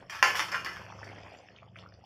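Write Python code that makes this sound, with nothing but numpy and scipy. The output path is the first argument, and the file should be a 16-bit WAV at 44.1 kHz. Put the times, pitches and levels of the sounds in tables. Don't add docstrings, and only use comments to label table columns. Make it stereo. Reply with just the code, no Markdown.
import sys
import numpy as np
from scipy import signal
from scipy.fft import rfft, irfft
from scipy.io import wavfile
from scipy.ndimage import uniform_filter1d

SR = 44100
rng = np.random.default_rng(int(sys.argv[2]) if len(sys.argv) > 2 else 0)


def volts(x):
    e = np.asarray(x, float) / 20
    return 10 ** e


def dump_mix(stems):
    frames = np.atleast_2d(stems).T
    limited = np.clip(frames, -1, 1)
    pcm = np.round(limited * 32767).astype(np.int16)
    wavfile.write(sys.argv[1], SR, pcm)


N = 90404
TIME_S = np.arange(N) / SR
BINS = np.fft.rfftfreq(2048, 1 / SR)

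# hz, level_db (per Hz)
SAUCE_SPECTRUM = [(140, -11), (595, -11), (933, -12.5), (2530, -12.5), (3260, -15), (3890, -18.5),
                  (5020, -20), (11000, -46.5), (15000, -58.5)]


def evened(x):
    return x / np.sqrt(np.mean(x ** 2) + 1e-20)


def read(points, hz):
    f, value = np.transpose(points)
    return np.interp(np.log(hz + 1), np.log(f + 1), value)


def add(mix, s, sound):
    part = mix[round(s * SR):][:len(sound)]
    part += sound[:len(part)]


def causal(db):
    log_gain = np.log(volts(np.maximum(db, -100)))
    mirrored = np.r_[log_gain, log_gain[-2:0:-1]]
    return np.fft.ifft(np.exp(np.conj(signal.hilbert(mirrored)))).real


def port_pair(left, other, hz):
    # hz, likeness (-1 to 1)
    likeness = [(60, 1), (180, 0.95), (550, 0.59), (1650, -0.46), (4970, 0.87), (15000, -0.88)]
    same = np.clip(read(likeness, hz), -1, 1)[:, None]
    return np.array([left, same * left + np.sqrt(1 - same ** 2) * other])


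def burner():
    # pitch_hz, width_hz, level_db
    drone = [(75.1, 9, -66.5), (101.65, 4, -59.5), (126.5, 4.7, -65.5), (180.7, 6.1, -65)]
    # hz, level_db (per Hz)
    rumble = [(12, -46), (20, -26), (48, -11), (76, -20), (97, -16), (195, 2), (260, -19), (340, -43),
              (570, -120)]
    # time_s, level_db
    flame = [(0, -3.5), (.3, 3), (0.549, 3), (.75, 3), (.85, 3), (1.101, 2.5), (1.25, 2), (1.45, -6),
             (1.652, -1.5), (1.75, -1.5), (1.87, -0.5), (2.05, -4)]
    rumble_db, hum_hz, hum_db = -67.5, 102, -55.5
    hz = np.fft.rfftfreq(N, 1 / SR)
    power = (volts(rumble_db) * evened(volts(read(rumble, hz) - 200 * (hz > 300)))) ** 2
    for pitch_hz, width_hz, level_db in drone:
        resonance = 1 / (1 + (2 * (hz - pitch_hz) / width_hz) ** 2)
        power += (volts(level_db) * evened(resonance)) ** 2
    noise = rng.standard_normal((2, N))
    common, apart = irfft(rfft(noise, axis=1) * np.sqrt(power), N, axis=1)
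    common = common + volts(hum_db) * np.sin(2 * np.pi * hum_hz * TIME_S)
    ports = np.array([common + 0.084 * apart, common - 0.093 * apart])
    return ports * volts(np.interp(TIME_S, *np.transpose(flame)))


def kitchen(x):
    # hz, t60_s
    decay = [(300, 0.44), (1000, 0.28), (2000, 0.25), (5000, 0.28), (12000, 0.38)]
    rise_s = 0.008
    out, turn = 0, TIME_S * 7
    for k in range(3):
        hz, t, z = signal.stft(rng.standard_normal((2, SR * 3 // 4)), SR, nperseg=256)
        z = port_pair(z[0], z[1], hz)
        t60_s = np.maximum(read(decay, hz), 0.05)[:, None]
        tail = signal.istft(z * volts(-60 * t / t60_s), SR, nperseg=256)[1]
        tail = tail * np.minimum(np.arange(tail.shape[1]) / SR / rise_s, 1) ** 2
        tail = tail / np.linalg.norm(tail[0])
        window = np.sqrt(2 / 3) * np.cos(turn + k * np.pi / 3)
        out = out + signal.fftconvolve((x * window)[:, None], tail[None], axes=2)[..., :N]
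    return out


def simmer_db(t):
    # time_s, level_db
    boil = [(0, -45.5), (.09, -52), (.46, -41.5), (.68, -45.5), (.82, -44.5), (1.19, -45), (1.36, -46),
            (1.42, -48.5), (1.66, -52.5), (1.745, -54.5), (1.785, -45), (1.851, -51.5), (1.96, -53.5),
            (2.05, -52)]
    return np.interp(t, *np.transpose(boil))


def hiss():
    patch_db, flicker_db, hiss_db = 2, 4, -3.5
    tilt_per_octave, dulling = 0.1, 0.6
    frames, hz = N // 64 + 6, np.fft.rfftfreq(256, 1 / SR)
    column_hz = hz[:, None]
    a, b, c, d, patches, flicker = rng.standard_normal((frames, 129, 6)).T
    patches = evened(uniform_filter1d(uniform_filter1d(patches, size=3, axis=0), size=40, axis=1))
    flicker = evened(uniform_filter1d(uniform_filter1d(flicker, size=20, axis=0), size=2, axis=1))
    boil_db = simmer_db(np.arange(frames) * 64 / SR) + 50
    tilt_db = tilt_per_octave * np.log2(np.maximum(column_hz, 1000) / 1000) * boil_db / 2
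    tilt_db = tilt_db + dulling * np.minimum(boil_db, 0) / (1 + (1050 / (column_hz + 1)) ** 6)
    patches_db = patch_db * np.sqrt(1 + (column_hz / 4000) ** 2) * patches
    level_db = read(SAUCE_SPECTRUM, column_hz) + patches_db + flicker_db * flicker + tilt_db
    z = port_pair(a + 1j * b, c + 1j * d, hz) * volts(level_db)
    noise = evened(signal.istft(z, nperseg=256, noverlap=192)[1][:, :N])
    return volts(simmer_db(TIME_S) + hiss_db) * noise


def bubble(hz, cycles):
    glide = 0.067
    u = np.arange(round(3 * cycles * SR / hz)) * hz / SR / cycles
    tone = np.sin(2 * np.pi * cycles * (u + glide * u ** 2 / 2))
    onset = np.sin(np.minimum(u * 3.3, np.pi / 2)) ** 2
    return tone * onset * np.exp(-u * 2.52)


def big_bubbles():
    # start_s, level_db, pitch_hz
    bursts = [(0.863, -42, 555), (0.864, -34, 1500), (0.816, -32, 990), (0.989, -35, 1150),
              (1.034, -28.5, 1750), (1.038, -35, 1720), (1.044, -43, 2060), (1.029, -33.5, 575),
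              (1.078, -53, 1500), (1.101, -40, 1090), (1.129, -34, 740), (1.1286, -48, 2080),
              (1.168, -38, 1750), (1.1835, -32, 1950), (1.207, -39, 653), (1.234, -38, 2300),
              (1.283, -58, 606), (1.317, -58, 2570), (1.457, -43, 750), (1.629, -36.5, 1150),
              (1.63, -41, 1990), (1.678, -42, 805), (1.792, -43, 1277), (1.805, -45.5, 664),
              (1.9228, -38, 1640), (2.038, -38.5, 766), (0.9, -34, 990), (0.922, -30, 1200),
              (0.925, -36, 1870), (1.015, -31.5, 844), (1.03, -24.5, 1630), (1.066, -39, 667),
              (1.115, -33, 652), (1.167, -46, 620), (1.319, -40, 640), (1.338, -33.5, 710),
              (1.423, -62, 595), (1.486, -34, 1700), (1.562, -34.5, 3030), (1.586, -33.5, 2357),
              (1.623, -39, 616), (1.759, -34, 1356), (1.837, -36.5, 1110), (1.861, -32.5, 1287),
              (1.922, -52, 530), (1.973, -46, 653), (1.994, -59, 713), (2.016, -53, 628)]
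    # start_s, level_db, pitch_hz
    crackles = [(1.0463, -38.5, 5400), (1.17, -46, 2100), (1.3478, -40, 2500), (1.4871, -38.5, 2560),
                (1.5637, -40, 3200), (1.587, -46, 2840), (1.688, -49, 3150), (1.7576, -38, 2100),
                (1.764, -35, 2200), (2.1, -38, 2900), (1.7876, -46, 2330), (1.7879, -32.5, 3280),
                (1.805, -56, 1300), (1.7955, -37, 4050), (0.6, -63, 2000), (1.6, -44, 2700),
                (1.82, -40, 3900), (1.564, -42, 3650), (2.8, -44.5, 3600), (2.047, -46, 3100),
                (1.8888, -42.5, 4830), (1.9394, -39, 4470), (2.04, -46.5, 4700)]
    out = np.zeros(N)
    for start_s, level_db, pitch_hz in bursts:
        add(out, start_s, volts(level_db + 4.5) * bubble(pitch_hz, 4.56))
    for start_s, level_db, pitch_hz in crackles:
        add(out, start_s, volts(level_db + 11) * bubble(pitch_hz, 3.5 * pitch_hz / 2500))
    return out


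def fizz():
    bubbles_per_s, spread_db, fizz_db = 360, 2.5, -10.5
    size = volts(np.minimum(spread_db * rng.exponential(1, N), 7))
    size = size * (rng.random(N) < bubbles_per_s / SR)
    kind, pitches_hz = rng.integers(0, 24, N), np.geomspace(520, 5000, 24)
    out = np.zeros(N)
    for k, hz in enumerate(pitches_hz):
        pop = volts(read(SAUCE_SPECTRUM, hz) + 1.4 * np.log2(hz)) * bubble(hz, 3.37)
        out += signal.oaconvolve(size * (kind == k), pop)[:N]
    return volts(simmer_db(TIME_S) + fizz_db) * evened(out)


def knock(level_db, rattle_s, treble_db, ring_db):
    # hz, level_db (per Hz)
    clatter = [(150, -26.5), (300, -16.5), (700, -8.5), (1040, -0.5), (1350, -1), (1900, 1.5),
               (3980, -11.5), (5250, -17), (16000, -38)]
    # pitch_hz, level_db, t60_s
    steel = [(470, -11.5, 0.1), (1043, 2.5, 0.19), (1286, -3.5, 0.4), (1365, -3, 0.27), (1557.6, 0.5, .4),
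             (1732, 3.5, 0.35), (2160, -7.5, 0.14), (2428, -15, .3), (2820, -4, .2), (2979, -8.5, 0.35),
             (4517, -13.5, 0.43), (5280, -5, 0.05), (6150, -14.5, 0.091), (6470, -8, 0.079)]
    blow_s, rattle_db, pivot_hz, ripple_db = 0.0011, -16, 3240, 4
    ring_base_db, detune, scatter_db, ring_max_s = -14, 0.0018, 2, 0.3
    t = np.arange(SR // 2) / SR
    noise = rng.standard_normal((2, len(t)))

    blow = volts(0.43 * (level_db + 1.5)) * np.exp(-t / blow_s)
    uneven_db = 5.4 * evened(uniform_filter1d(noise[1], size=60))
    rattle = volts(rattle_db + uneven_db) * np.exp(-t / max(rattle_s, 0.002))
    colour = read(clatter, BINS) + treble_db * np.tanh(2 * np.log((BINS + 1) / pivot_hz))
    colour = colour + ripple_db * evened(uniform_filter1d(rng.standard_normal(len(BINS)), size=3))
    broad = signal.fftconvolve(noise[0] * (blow + rattle), causal(colour))[:len(t)]
    broad = broad / np.std(broad[:400])

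    ring = np.zeros(len(t))
    for hz, db, t60_s in steel:
        strength, pitch = rng.standard_normal(2)
        decay_s = np.clip(t60_s * volts(ring_db / 2), 0.04, ring_max_s)
        mode_db = db + scatter_db * strength + treble_db * np.sign(hz - pivot_hz) - 60 * t / decay_s
        ring += volts(mode_db) * np.sin(2 * np.pi * hz * (1 + detune * pitch) * t)
    ring = evened(ring * np.minimum(t / blow_s, 1))
    return volts(level_db) * (broad + volts(ring_base_db + ring_db) * ring / 2)


def ladle():
    # start_s, level_db, rattle_s, treble_db, ring_db (share of ringing)
    knocks = [(0.097, -31, 0.033, 5, -24), (0.122, -34, 0.06, 1.5, -3), (0.126, -49, 0.028, -17, -6),
              (0.151, -38.5, 0.039, 5.5, -4), (0.227, -8, 0.01, 2, 0), (0.244, -22, 0.06, 2, -1),
              (0.347, -27, 0.01, -7.5, -2), (0.354, -23, 0.03, 7, -23), (0.371, -26, 0.015, 6.5, -7),
              (0.393, -18, 0.012, 1.5, -4.5), (0.402, -21, 0.01, -1, -3), (0.484, -33.5, 0.01, 2, 4),
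              (0.517, -30, 0.0073, 5.5, 5.5), (0.527, -26.5, 0.008, -10.5, -30),
              (0.537, -28, 0.008, -2.5, -31), (0.544, -22, 0.008, -1.5, 1), (0.549, -25.5, 0.008, 2, -2),
              (0.646, -30, 0.015, 7, -3), (0.661, -27.5, 0.011, -4, 0), (0.717, -40, 0.004, -3.5, -1),
              (0.732, -46, 0.004, 7.5, 3), (0.76, -39, 0.0067, 4.5, -16), (0.768, -35, 0.006, 0, -2.5),
              (0.814, -47.5, 0.007, 5.5, -22), (1.041, -46.5, 0.0067, 9.5, -29)]
    out = np.zeros(N)
    for start_s, *blow in knocks:
        add(out, start_s, knock(*blow))
    return out


def scene():
    lag = 6
    ladle_db, ladle_room_db, sauce_room_db, sauce_left_db = -7, 0.5, -5.5, -5.5
    near = np.array([volts(ladle_db) * ladle(), big_bubbles() + fizz()])
    direct = np.stack([np.roll(near, lag, axis=1), near], axis=1)
    heard = direct + kitchen(near * volts([[ladle_room_db], [sauce_room_db]]))
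    pot = heard[1] + hiss()
    return heard[0] + pot * volts([[sauce_left_db], [0]]) + burner()


def microphone_ports(x):
    # hz, left_minus_right_db
    balance = [(60, 1.7), (130, -0.5), (300, 1), (1000, -2), (2200, -1), (3400, 2.5), (4600, 19),
               (8000, 18), (15000, 11.5)]
    # centre_hz, width_hz, level_db
    resonances = [(3925, 350, -14), (6500, 640, -4), (8150, 650, -8.5), (5460, 1540, 8.5), (11970, 1600, 5)]
    low_cut_hz, top_hz = 50, 15700
    colour = sum(db / (1 + (2 * (BINS - hz) / width) ** 2) for hz, width, db in resonances)
    colour = colour - 10 * np.log10(1 + (low_cut_hz / (BINS + 1)) ** 4)
    colour = colour - 10 * np.log10(1 + (BINS / top_hz) ** 150)
    lean = read(balance, BINS) / 2
    left = causal(colour + np.minimum(lean, 0))
    right = causal(colour - np.maximum(2 * lean, 0) - np.minimum(lean, 0))
    return signal.fftconvolve(x, np.array([left, right]), axes=1)[:, :N]


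def noise_reduction(x):
    quiet_percent, over_db, depth_db = 35, 3, -10
    z = signal.stft(x, nperseg=512, noverlap=384)[2]
    power = uniform_filter1d((abs(z) ** 2).sum(0), size=14, axis=1)
    level_db = 10 * np.log10(power + 1e-16)
    quiet_db = uniform_filter1d(np.percentile(level_db, quiet_percent, axis=1), size=9)[:, None]
    shut = np.clip((quiet_db + over_db - level_db) / 15.5, 0, 1)
    shut = shut * (np.arange(len(quiet_db)) > 8)[:, None]
    return signal.istft(z * volts(depth_db * shut), nperseg=512, noverlap=384)[1][:, :N]


def roll_off(x):
    return signal.sosfilt(signal.butter(12, 15850, fs=SR, output="sos"), x)


def record(dry):
    mix = noise_reduction(microphone_ports(dry))
    return roll_off(mix)


dry = scene()
out = record(dry)
dump_mix(out)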